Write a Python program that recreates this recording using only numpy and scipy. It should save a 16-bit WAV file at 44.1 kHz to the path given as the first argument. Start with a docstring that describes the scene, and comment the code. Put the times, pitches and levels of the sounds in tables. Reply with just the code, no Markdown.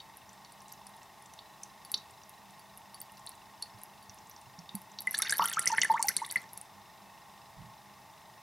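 """Coconut water drips from a pierced shell into a ceramic bowl on a kitchen counter, runs as a thin stream, then drips
until the shell is empty. Drops are short rising slaps; trapped bubbles are decaying sines that climb in pitch.
Resonators ring the air in the bowl, decaying sines its glazed wall (pinged by stray droplets) and the knocking
hand-held shell; filtered noise makes the churn, the grip, the still air and the faint camera whirr.
Close by in a small tiled room, on a two-sided microphone."""
import sys
import numpy as np
from scipy import signal
from scipy.fft import rfft, irfft
from scipy.io import wavfile

SR = 44100
rng = np.random.default_rng(int(sys.argv[2]) if len(sys.argv) > 2 else 0)


def to_wav(s):
    """Save 16-bit WAV."""
    ch = np.atleast_2d(s).T  # columns
    pcm = np.round(np.clip(ch, -1, 1) * 32767)  # PCM
    wavfile.write(sys.argv[1], SR, pcm.astype(np.int16))


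N = 371322  # length in samples
T = np.arange(N) / SR  # time/s
LEFT_MINUS_RIGHT = np.array([[1], [-1]])  # signs of a side signal in the two channels


def undb(db):
    """Decibels to gain."""
    return 10 ** (np.asarray(db) / 20)


def level(x, db):
    """Scale to an rms level."""
    return x * undb(db) / np.sqrt(np.mean(x ** 2))


def add(track, s, sound):
    """Mix a short sound in at time s."""
    i = int(np.clip(s * SR, 0, N - 1))
    track[i:i + len(sound)] += sound[:N - i]


def band(x, lo_hz, hi_hz):
    """Second-order band-pass."""
    sos = signal.butter(2, [lo_hz, min(hi_hz, SR / 2 - 1)], "band", fs=SR, output="sos")
    return signal.sosfilt(sos, x)


def resonate(x, hz, width):
    """One resonance, gain 1 at its centre; width in Hz."""
    return signal.lfilter(*signal.iirpeak(hz, hz / width, fs=SR), x)


def fade(t, t60):
    """Exponential decay by 60 dB in t60 seconds."""
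    return np.exp(-np.log(1000) * t / t60)


def noise(points):
    """Noise with a given (Hz, dB) spectrum, interpolated over log frequency."""
    hz, db = np.transpose(points)
    bins_hz = np.arange(N // 2 + 1) * SR / N
    gain = undb(np.interp(np.log(bins_hz + 1), np.log(hz), db))
    return irfft(rfft(rng.standard_normal(N)) * gain, N)


def between(ends, share):
    """A pitch part of the way between two ends, in octaves."""
    return ends[0] * (ends[1] / ends[0]) ** share


def scatter(sound, db, t60=0.022):
    """Short waves bounce about inside the bowl, differently from every spot on the surface."""
    t = T[:SR // 40]
    echoes = band(rng.standard_normal(len(t)), 2600, 14500)
    echoes *= fade(t, t60) * (1 - np.exp(-(t / 0.00026) ** 2))
    echoes *= undb(db) / np.linalg.norm(echoes)
    echoes[0] += 1  # the direct sound
    return signal.fftconvolve(sound, echoes)


# spectrum of the still air in the quiet kitchen: f/Hz, relative level/dB per Hz
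STILL_AIR = [(20, -22), (38, 2), (52, 1), (80, 6.5), (130, 11.5), (280, 3), (400, 4.5), (520, -2),
             (800, 3.5), (3000, -3.5), (6000, -4.5), (7500, -8), (11500, -8.5), (15600, -11), (17000, -36)]


def room_tone():
    """Still air as shaped noise, and a faint wavering hum of narrow noise that sinks away near the end."""
    air = level(noise(STILL_AIR), -60)
    hum = resonate(resonate(rng.standard_normal(N), 199, 8.5), 199, 8.5)
    hum = level(hum, -69.0) * undb(np.interp(T, [7.9, 8.1], [0, -12]))
    side_spectrum = [(20, -25), (60, 9), (150, 5), (400, 0.5), (900, -3.5), (2000, -12.5), (4400, -22.5),
                     (5300, -15), (7500, -8), (9000, -10.5), (15000, -66)]
    side = level(noise(side_spectrum), -71.0)
    return air + hum + (side - undb(-9) * hum) * LEFT_MINUS_RIGHT


# resonances of the camera's whirring body:
# f/Hz, width/Hz before broadening, relative level/dB, share of the power that pulses [0-1]
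WHIRR_MODES = [(652, 86, 7.5, 0), (862, 150, 14.5, 0), (1073.4, 53, 13, 0.04), (1174, 36, 7, 0),
               (1857, 102, 6, 0.23), (2105, 153, 0, 0.06), (2627, 26, 3.5, 0.86), (2774, 260, -4, 1),
               (3603, 240, -2, 0.3), (3975, 65, 2, 1), (4900, 52, -6, 0.4), (5090, 210, -5.5, .8),
               (5320, 44, 1.5, 0.98)]


def whirr(pulse_hz=25, pulse_s=0.0023, width_db=-19, broadening=1.34):
    """The camera's mechanism hisses through its body resonances, the upper ones mostly in a regular flutter."""
    pulses = np.exp(-(T % (1 / pulse_hz)) / pulse_s)
    pulses = np.roll(level(pulses, 0), int(.016 * SR))
    out = np.zeros((2, N))
    for hz, width, db, share in WHIRR_MODES:
        share = np.clip(share, 0, 1)
        drive = rng.standard_normal((2, N)) * np.sqrt(1 - share + share * pulses ** 2)
        # two passes narrow the peak, so each is broadened
        once = resonate(drive, hz, broadening * width)
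        out += undb(db) * resonate(once, hz, broadening * width)
    mid, side = level(out, -56.5)
    return mid + undb(width_db) * side * LEFT_MINUS_RIGHT


# a bubble that lasts about RISE_CYCLES climbs half of CLIMB_OCTAVES, longer-lived ones nearly all of it
CLIMB_OCTAVES, RISE_CYCLES, RISE_SPREAD_CYCLES, CLIMB_CURVE = 2, 34, 5.8, 1.74


def bubble(birth_hz, life_ms, damping=.95, damping_per_octave=0.36, attack_share=0.015, wobble=0.065):
    """A trapped bubble rings and dies; the more cycles it lasts, the nearer the heaving surface and the higher it climbs."""
    t = T[:int(life_ms * SR / 1000)]
    age = t / t[-1]  # 0 at birth, 1 at death
    cycles = t[-1] * birth_hz
    climb = CLIMB_OCTAVES / (1 + np.exp((RISE_CYCLES - cycles) / RISE_SPREAD_CYCLES))
    # the surface heaves at random, swaying pitch and strength
    heave = np.interp(age, np.linspace(0, 1, num=7), rng.standard_normal(size=7))
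    hz = birth_hz * 2 ** (climb * age ** CLIMB_CURVE) * (1 + wobble * heave * age)
    swell = 1 - np.exp(-age / attack_share)
    decay = np.exp(-(damping + damping_per_octave * climb) * age) * (1 - age ** 4)
    ring = np.sin(2 * np.pi * np.cumsum(hz) / SR)
    return ring * swell * decay * undb(2 * heave * age)


def splash(hz, t60=0.029):
    """The collapsing crater rasps briefly around the pitch of its bubble."""
    t = T[:SR // 40]
    rasp = level(band(rng.standard_normal(len(t)), 0.91 * hz, 1.2 * hz), 0)
    return rasp * fade(t, t60) * (1 - np.exp(-t / 0.00028))


# the clearest trapped bubbles: t/s, level/dB before the bowl, f/Hz at birth, life/ms
CLEAR_BUBBLES = [(.002, -36.5, 3650, 5.3), (0.7193, -43, 4920, 3.1), (.869, -46, 4730, 6.2),
                 (1.3898, -35, 3590, 4.8), (1.6344, -33, 6220, 2.6), (1.9413, -19, 3760, 6.1),
                 (1.9432, -23.5, 4730, 3.7), (1.976, -40, 5200, 6), (3.2722, -33, 3890, 3.2),
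                 (3.6248, -29, 4220, 6), (4.692, -33.5, 3640, 5), (4.9877, -24.5, 4110, 2.5),
                 (5.0723, -24, 2020, 8.5), (5.143, -26.5, 1676, 11), (5.1473, -18, 3870, 1.6),
                 (5.199, -31, 1267, 17), (5.2204, -18.5, 5700, 1.3), (5.2212, -26, 2130, 2.4),
                 (5.224, -23.5, 3600, 5.2), (5.233, -36, 4100, 6.5), (5.263, -35, 1990, 7.1),
                 (5.27, -30, 3500, 7), (5.296, -22.5, 4854, 4.1), (5.2947, -31, 1520, 13.4),
                 (5.324, -21.5, 1587, 14), (5.3236, -23.5, 3760, 5.7), (5.3956, -15, 1008, 5.7),
                 (5.403, -22.5, 1150, 22), (5.419, -25.5, 925, 32.5), (5.421, -28.5, 2820, 9.8),
                 (5.429, -25.5, 1246, 20), (5.445, -25, 1400, 13), (5.455, -30, 3030, 8.7),
                 (5.531, -29.5, 3183, 6), (5.5702, -22, 1247, 27), (5.6665, -25.5, 1960, 11.4),
                 (5.6743, -12.5, 5350, 2.25), (5.701, -31.5, 950, 19), (5.7235, -29, 886, 29),
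                 (5.739, -31, 1372, 22), (5.781, -23.5, 1565, 15), (5.7829, -15, 1950, 3),
                 (5.818, -20, 2860, 10), (5.833, -21, 2005, 7.1), (5.849, -22.5, 1693, 10.8),
                 (5.899, -21, 890, 26), (5.939, -25, 905, 51), (5.9941, -29, 904, 27.4),
                 (6.0275, -31, 4470, 3.1), (6.0434, -31.5, 795, 29.6), (6.0845, -24, 2040, 8.2),
                 (6.0849, -14.5, 5230, 0.88), (6.095, -32, 1437, 25), (6.1662, -26, 3840, 8.6),
                 (6.217, -31.5, 930, 28.4), (6.2476, -33.5, 3480, 6.5), (6.301, -35, 3740, 8.5),
                 (6.358, -20.5, 2028, 7.5), (6.3675, -26, 1940, 3.2), (6.3723, -36, 4150, 5.9)]


def bubbles(rasp_db=-12, twin_db=-13, twin_ratio=1.22, twin_life=0.58):
    """The plinks and gurgles; small bubbles come with more splash than big ones, and split off a smaller twin."""
    out = np.zeros(N)
    for s, db, birth_hz, life_ms in CLEAR_BUBBLES:
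        smallness = min(birth_hz / 3200, 1)
        ring = bubble(birth_hz, life_ms)
        twin = undb(twin_db) * smallness * bubble(twin_ratio * birth_hz, twin_life * life_ms)
        add(out, s, undb(db + rasp_db) * smallness * splash(birth_hz))
        add(out, s, undb(db) * scatter(ring, db=-10))
        twin_delay_s = rng.uniform(0, 0.4) * len(ring) / SR
        add(out, s + twin_delay_s, undb(db) * twin)
    return out


def tick(hz, swell_s=0.0001, snap=0.21, climb_s=0.02):
    """A slap of a few rising cycles, on top of the sharp pressure step of first contact."""
    t = T[:SR // 300]
    u = t / (swell_s * undb(rng.uniform(-4.0, 2.9)))  # every slap has its own length
    rising_s = t + (t - 2 * swell_s) ** 2 / (2 * climb_s)
    phase = 2 * np.pi * hz * rising_s + rng.uniform(0, 2 * np.pi)
    slap = (u / 2) ** 2 * np.exp(2 - u) * np.sin(phase)
    return slap + snap * np.exp(-t / .00004)


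# faint droplets fall until the shell is empty: loudest level/dB before the bowl, spread/dB below it, f/Hz, end/s
DROPLET_DB, DROPLET_SPREAD_DB, DROPLET_HZ, EMPTY_S = -45, 4, (4700, 11800), 6.6


def droplets(count=36):
    """Tiny splashes fall back at random moments, as faint slaps with a stronger snap and scatter."""
    out = np.zeros(N)
    for when, colour, size in rng.random((count, 3)):
        db = DROPLET_DB - DROPLET_SPREAD_DB * np.sqrt(size)
        slap = tick(between(DROPLET_HZ, colour), snap=0.44)
        add(out, EMPTY_S * when, undb(db) * scatter(slap, db=4.5))
    return out


# the clearest drops hitting the surface: t/s, level/dB before the bowl, centre f/Hz of the tick
CLEAR_DROPS = [(.1708, -32, 11000), (.3316, -40.5, 8200), (0.4484, -37.5, 4750), (.6826, -36.5, 8000),
               (.7246, -29, 11600), (.8683, -32, 9700), (1.0315, -40.5, 7600), (1.2236, -39, 9800),
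               (1.633, -28.5, 9250), (1.9175, -18, 10900), (1.9416, -25.5, 10200), (2.2945, -32, 11000),
               (2.7745, -31.5, 11400), (3.003, -29, 9000), (3.0162, -25, 14000), (3.12, -37, 10600),
               (3.2652, -26.5, 9700), (3.2928, -25.5, 10500), (3.624, -21.5, 9960), (3.835, -25.5, 11200),
               (4.0957, -36, 5700), (4.1447, -37.5, 10800), (4.2973, -32.5, 12100), (4.59, -35.5, 5370),
               (4.753, -17.5, 10900), (4.8175, -34.5, 11700), (5.0058, -21.5, 12000), (5.0202, -27, 10400),
               (5.0713, -24.5, 9700), (5.1102, -16, 11500), (5.129, -28, 9750), (5.143, -26, 10700),
               (5.18, -18, 9200), (5.1887, -10, 10400), (5.221, -10.5, 10300), (5.296, -19, 8900),
               (5.3077, -16, 10900), (5.324, -11.5, 9540), (5.3364, -21, 10700), (5.3819, -14.5, 11800),
               (5.4568, -11.5, 9900), (5.498, -17.5, 9200), (5.5283, -20.5, 11600), (5.5941, -7.5, 9600),
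               (5.6582, -12.5, 9300), (5.6768, -12, 9400), (5.7756, -20.5, 9800), (5.8165, -9.5, 6200),
               (5.833, -16.5, 10100), (5.8468, -15, 9460), (6.0267, -7, 8780), (6.0717, -20, 13600),
               (6.084, -16, 8120), (6.0898, -9.5, 10900), (6.1665, -6.5, 9400), (6.264, -26.5, 10400),
               (6.3121, -17.5, 9360), (6.324, -19, 11300), (6.3597, -21.5, 10100), (6.533, -28, 11100),
               (6.5758, -22, 10300), (6.6133, -27, 9600)]


def drops():
    """Drops slap the surface of the pool, and the bowl scatters each tick."""
    out = np.zeros(N)
    for s, db, hz in CLEAR_DROPS:
        add(out, s, undb(db) * scatter(tick(hz), db=-6))
    return out


# droplets flung against the wall of the bowl: t/s, level/dB before the snap and mode gains
WALL_DROPLETS = [(0.521, -61), (1.8496, -51.5), (1.9177, -52), (2.595, -58), (2.9447, -53), (3.0144, -51.5),
                 (3.176, -63), (3.787, -64), (4.026, -61.5), (4.7525, -53), (5.916, -47), (6.248, -53)]
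# ringing of the glazed wall: f/Hz, t60/s, level/dB relative to the hit, before a random offset
GLAZE_MODES = [(4585, 0.053, 4), (10500, 0.041, 8.5), (12900, 0.038, 0), (14400, .04, -3)]


def wall(snap_db=10):
    """Droplets snap against the ceramic and set it ringing; each spot favours other modes."""
    out, t = np.zeros(N), T[:SR // 10]
    for s, db in WALL_DROPLETS:
        add(out, s, undb(db + snap_db) * tick(5400, snap=1.0))
        for hz, t60, mode_db in GLAZE_MODES:
            gain = undb(db + mode_db + 2 * rng.standard_normal())
            add(out, s, gain * np.sin(2 * np.pi * hz * t) * fade(t, t60))
    return out


# dull knocks of the shell in the hand: t/s, level/dB before attack and decay, f/Hz
SHELL_KNOCKS = [(.867, -55, 184), (3.744, -47, 109), (4.089, -49, 102), (4.468, -46, 130),
                (4.584, -41, 169), (4.745, -30, 198)]
KNOCK_T60_S = 0.12


def shell():
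    """Damped low knocks of the hollow shell, each a decaying sine with a soft attack."""
    out, t = np.zeros(N), T[:SR // 3]
    for s, db, hz in SHELL_KNOCKS:
        envelope = fade(t, KNOCK_T60_S) * (1 - np.exp(-t / 0.0029))
        add(out, s, undb(db) * np.sin(2 * np.pi * hz * t) * envelope)
    return out


# strength of the stream through the pour: t/s, relative level/dB
STREAM_FLOW = [(5.0, -41), (5.131, -1.5), (5.22, 4), (5.45, 7), (5.65, 6), (5.85, 3), (6.05, -4.5),
               (6.33, -5.5), (6.45, -14)]


def in_stream(share):
    """A moment part of the way through the pour, and the strength of the stream then in dB."""
    flow_s, flow_db = np.transpose(STREAM_FLOW)
    s = flow_s[0] + share * (flow_s[-1] - flow_s[0])
    return s, np.interp(s, flow_s, flow_db)


# fine spray and fizz at 0 dB of flow, before the bowl: loudest level/dB, spread/dB below it, range of f/Hz
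SPRAY_TICK_DB, SPRAY_BLIP_DB, SPRAY_SPREAD_DB = -25.5, -36, 17
SPRAY_TICK_HZ, SPRAY_BLIP_HZ = (5260, 12600), (1392, 5780)


def spray(count=130):
    """The stream throws off fine droplets that tick, louder as it swells."""
    out = np.zeros(N)
    for when, colour, size in rng.random((count, 3)):
        s, flow_db = in_stream(when)
        db = SPRAY_TICK_DB + flow_db - SPRAY_SPREAD_DB * np.sqrt(size)
        add(out, s, undb(db) * scatter(tick(between(SPRAY_TICK_HZ, colour)), db=-1.5))
    return out


def fizz(count=480, cycles=14):
    """The stream whips in many tiny, short-lived bubbles, louder as it swells."""
    out = np.zeros(N)
    for when, pitch, size, life in rng.random((count, 4)):
        s, flow_db = in_stream(when)
        hz = between(SPRAY_BLIP_HZ, pitch)
        life_ms = 1000 * cycles * (.5 + life) / hz
        db = SPRAY_BLIP_DB + flow_db - SPRAY_SPREAD_DB * np.sqrt(size)
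        add(out, s, undb(db) * bubble(hz, life_ms))
    return out


# the hand shifts its grip on the shell: t/s, noise level/dB before the swell, time to the peak/s
GRIP_S, GRIP_DB, GRIP_SWELL_S = 7.565, -49, 0.034


def grip():
    """Fingers drag over the husk: a low rumble that swells and dies away."""
    u = np.maximum(T - GRIP_S, 0) / GRIP_SWELL_S
    rumble = noise([(20, -20), (65, -5), (180, 1), (250, -17), (900, -54)])
    return level(rumble, GRIP_DB) * u * np.exp(1 - u)


# resonances of the air in the bowl: f/Hz, width/Hz, level/dB before the coupling gain
BOWL_MODES = [(882, 52, 3), (1140, 22, -1.5), (1237, 4.4, -4), (1373, 8.2, 0), (1510, 34, -50),
              (1818, 42, 1), (2013, 90, -1), (2170, 40, 2), (3080, 72, -12), (4463, 48, 4.5),
              (5840, 340, -1)]


def bowl(x, direct_db=-2, coupling_db=3):
    """The sound that comes straight over the rim plus the ring of the air in the bowl."""
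    ring = sum(undb(db) * resonate(x, hz, width) for hz, width, db in BOWL_MODES)
    return undb(direct_db) * x + undb(coupling_db) * ring


def churn(water):
    """Each splash also pushes the pool, a soft low thud: noise that follows the strength of the water."""
    power = signal.lfilter([1 / 600], [1, 1 / 600 - 1], water ** 2)  # smoothed over 600 samples
    push = np.sqrt(np.abs(power))
    thud = noise([(30, -27), (90, -16), (160, 4.5), (280, -7), (420, -2.5), (700, -9.5), (1500, -10), (5000, -58)])
    return push * level(thud, -26)


def kitchen(x, wet_db=-16, t60=0.22, width_db=-11, bass_hz=420, bass_lean_db=-11):
    """A small tiled room, heard almost alike on both sides; bass leans right, treble tells the two ports apart."""
    t = T[:SR // 2]
    tails = band(rng.standard_normal((2, len(t))), 110, 13200)
    tails = tails * fade(t, t60) * (1 - np.exp(-t / 0.0012))
    # the tiles behind the bowl strengthen the reflected treble
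    tails = tails + undb(-10) * band(tails, 1600, 5500)
    mid, side = (signal.fftconvolve(x, undb(wet_db) * h / np.linalg.norm(h))[:N] for h in tails)
    treble_sos = signal.butter(1, [5000, 10000], "band", fs=SR, output="sos")
    treble = signal.sosfiltfilt(treble_sos, x)
    bass = signal.sosfiltfilt(signal.butter(2, bass_hz, fs=SR, output="sos"), x)
    # the slope of the treble acts as a small time difference between the ports
    side = undb(width_db) * side + undb(-14.5) * np.gradient(treble) - undb(bass_lean_db) * bass
    return x + mid + side * LEFT_MINUS_RIGHT


def scene(pool_low_hz=160):
    """Water in the bowl and the shell above it, in the kitchen; small drops and bubbles give off little bass."""
    pool = drops() + bubbles() + spray() + fizz() + droplets()
    pool = signal.sosfilt(signal.butter(1, pool_low_hz, "high", fs=SR, output="sos"), pool)
    water = bowl(pool) + wall()
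    in_room = kitchen(water + churn(water) + shell() + grip())
    return in_room + room_tone() + whirr()


def record(dry, top_hz=16800):
    """The camera cuts the top of the treble with a steep low-pass."""
    return signal.sosfilt(signal.ellip(10, .2, 80, top_hz, fs=SR, output="sos"), dry)


dry = scene()
out = record(dry)
to_wav(out)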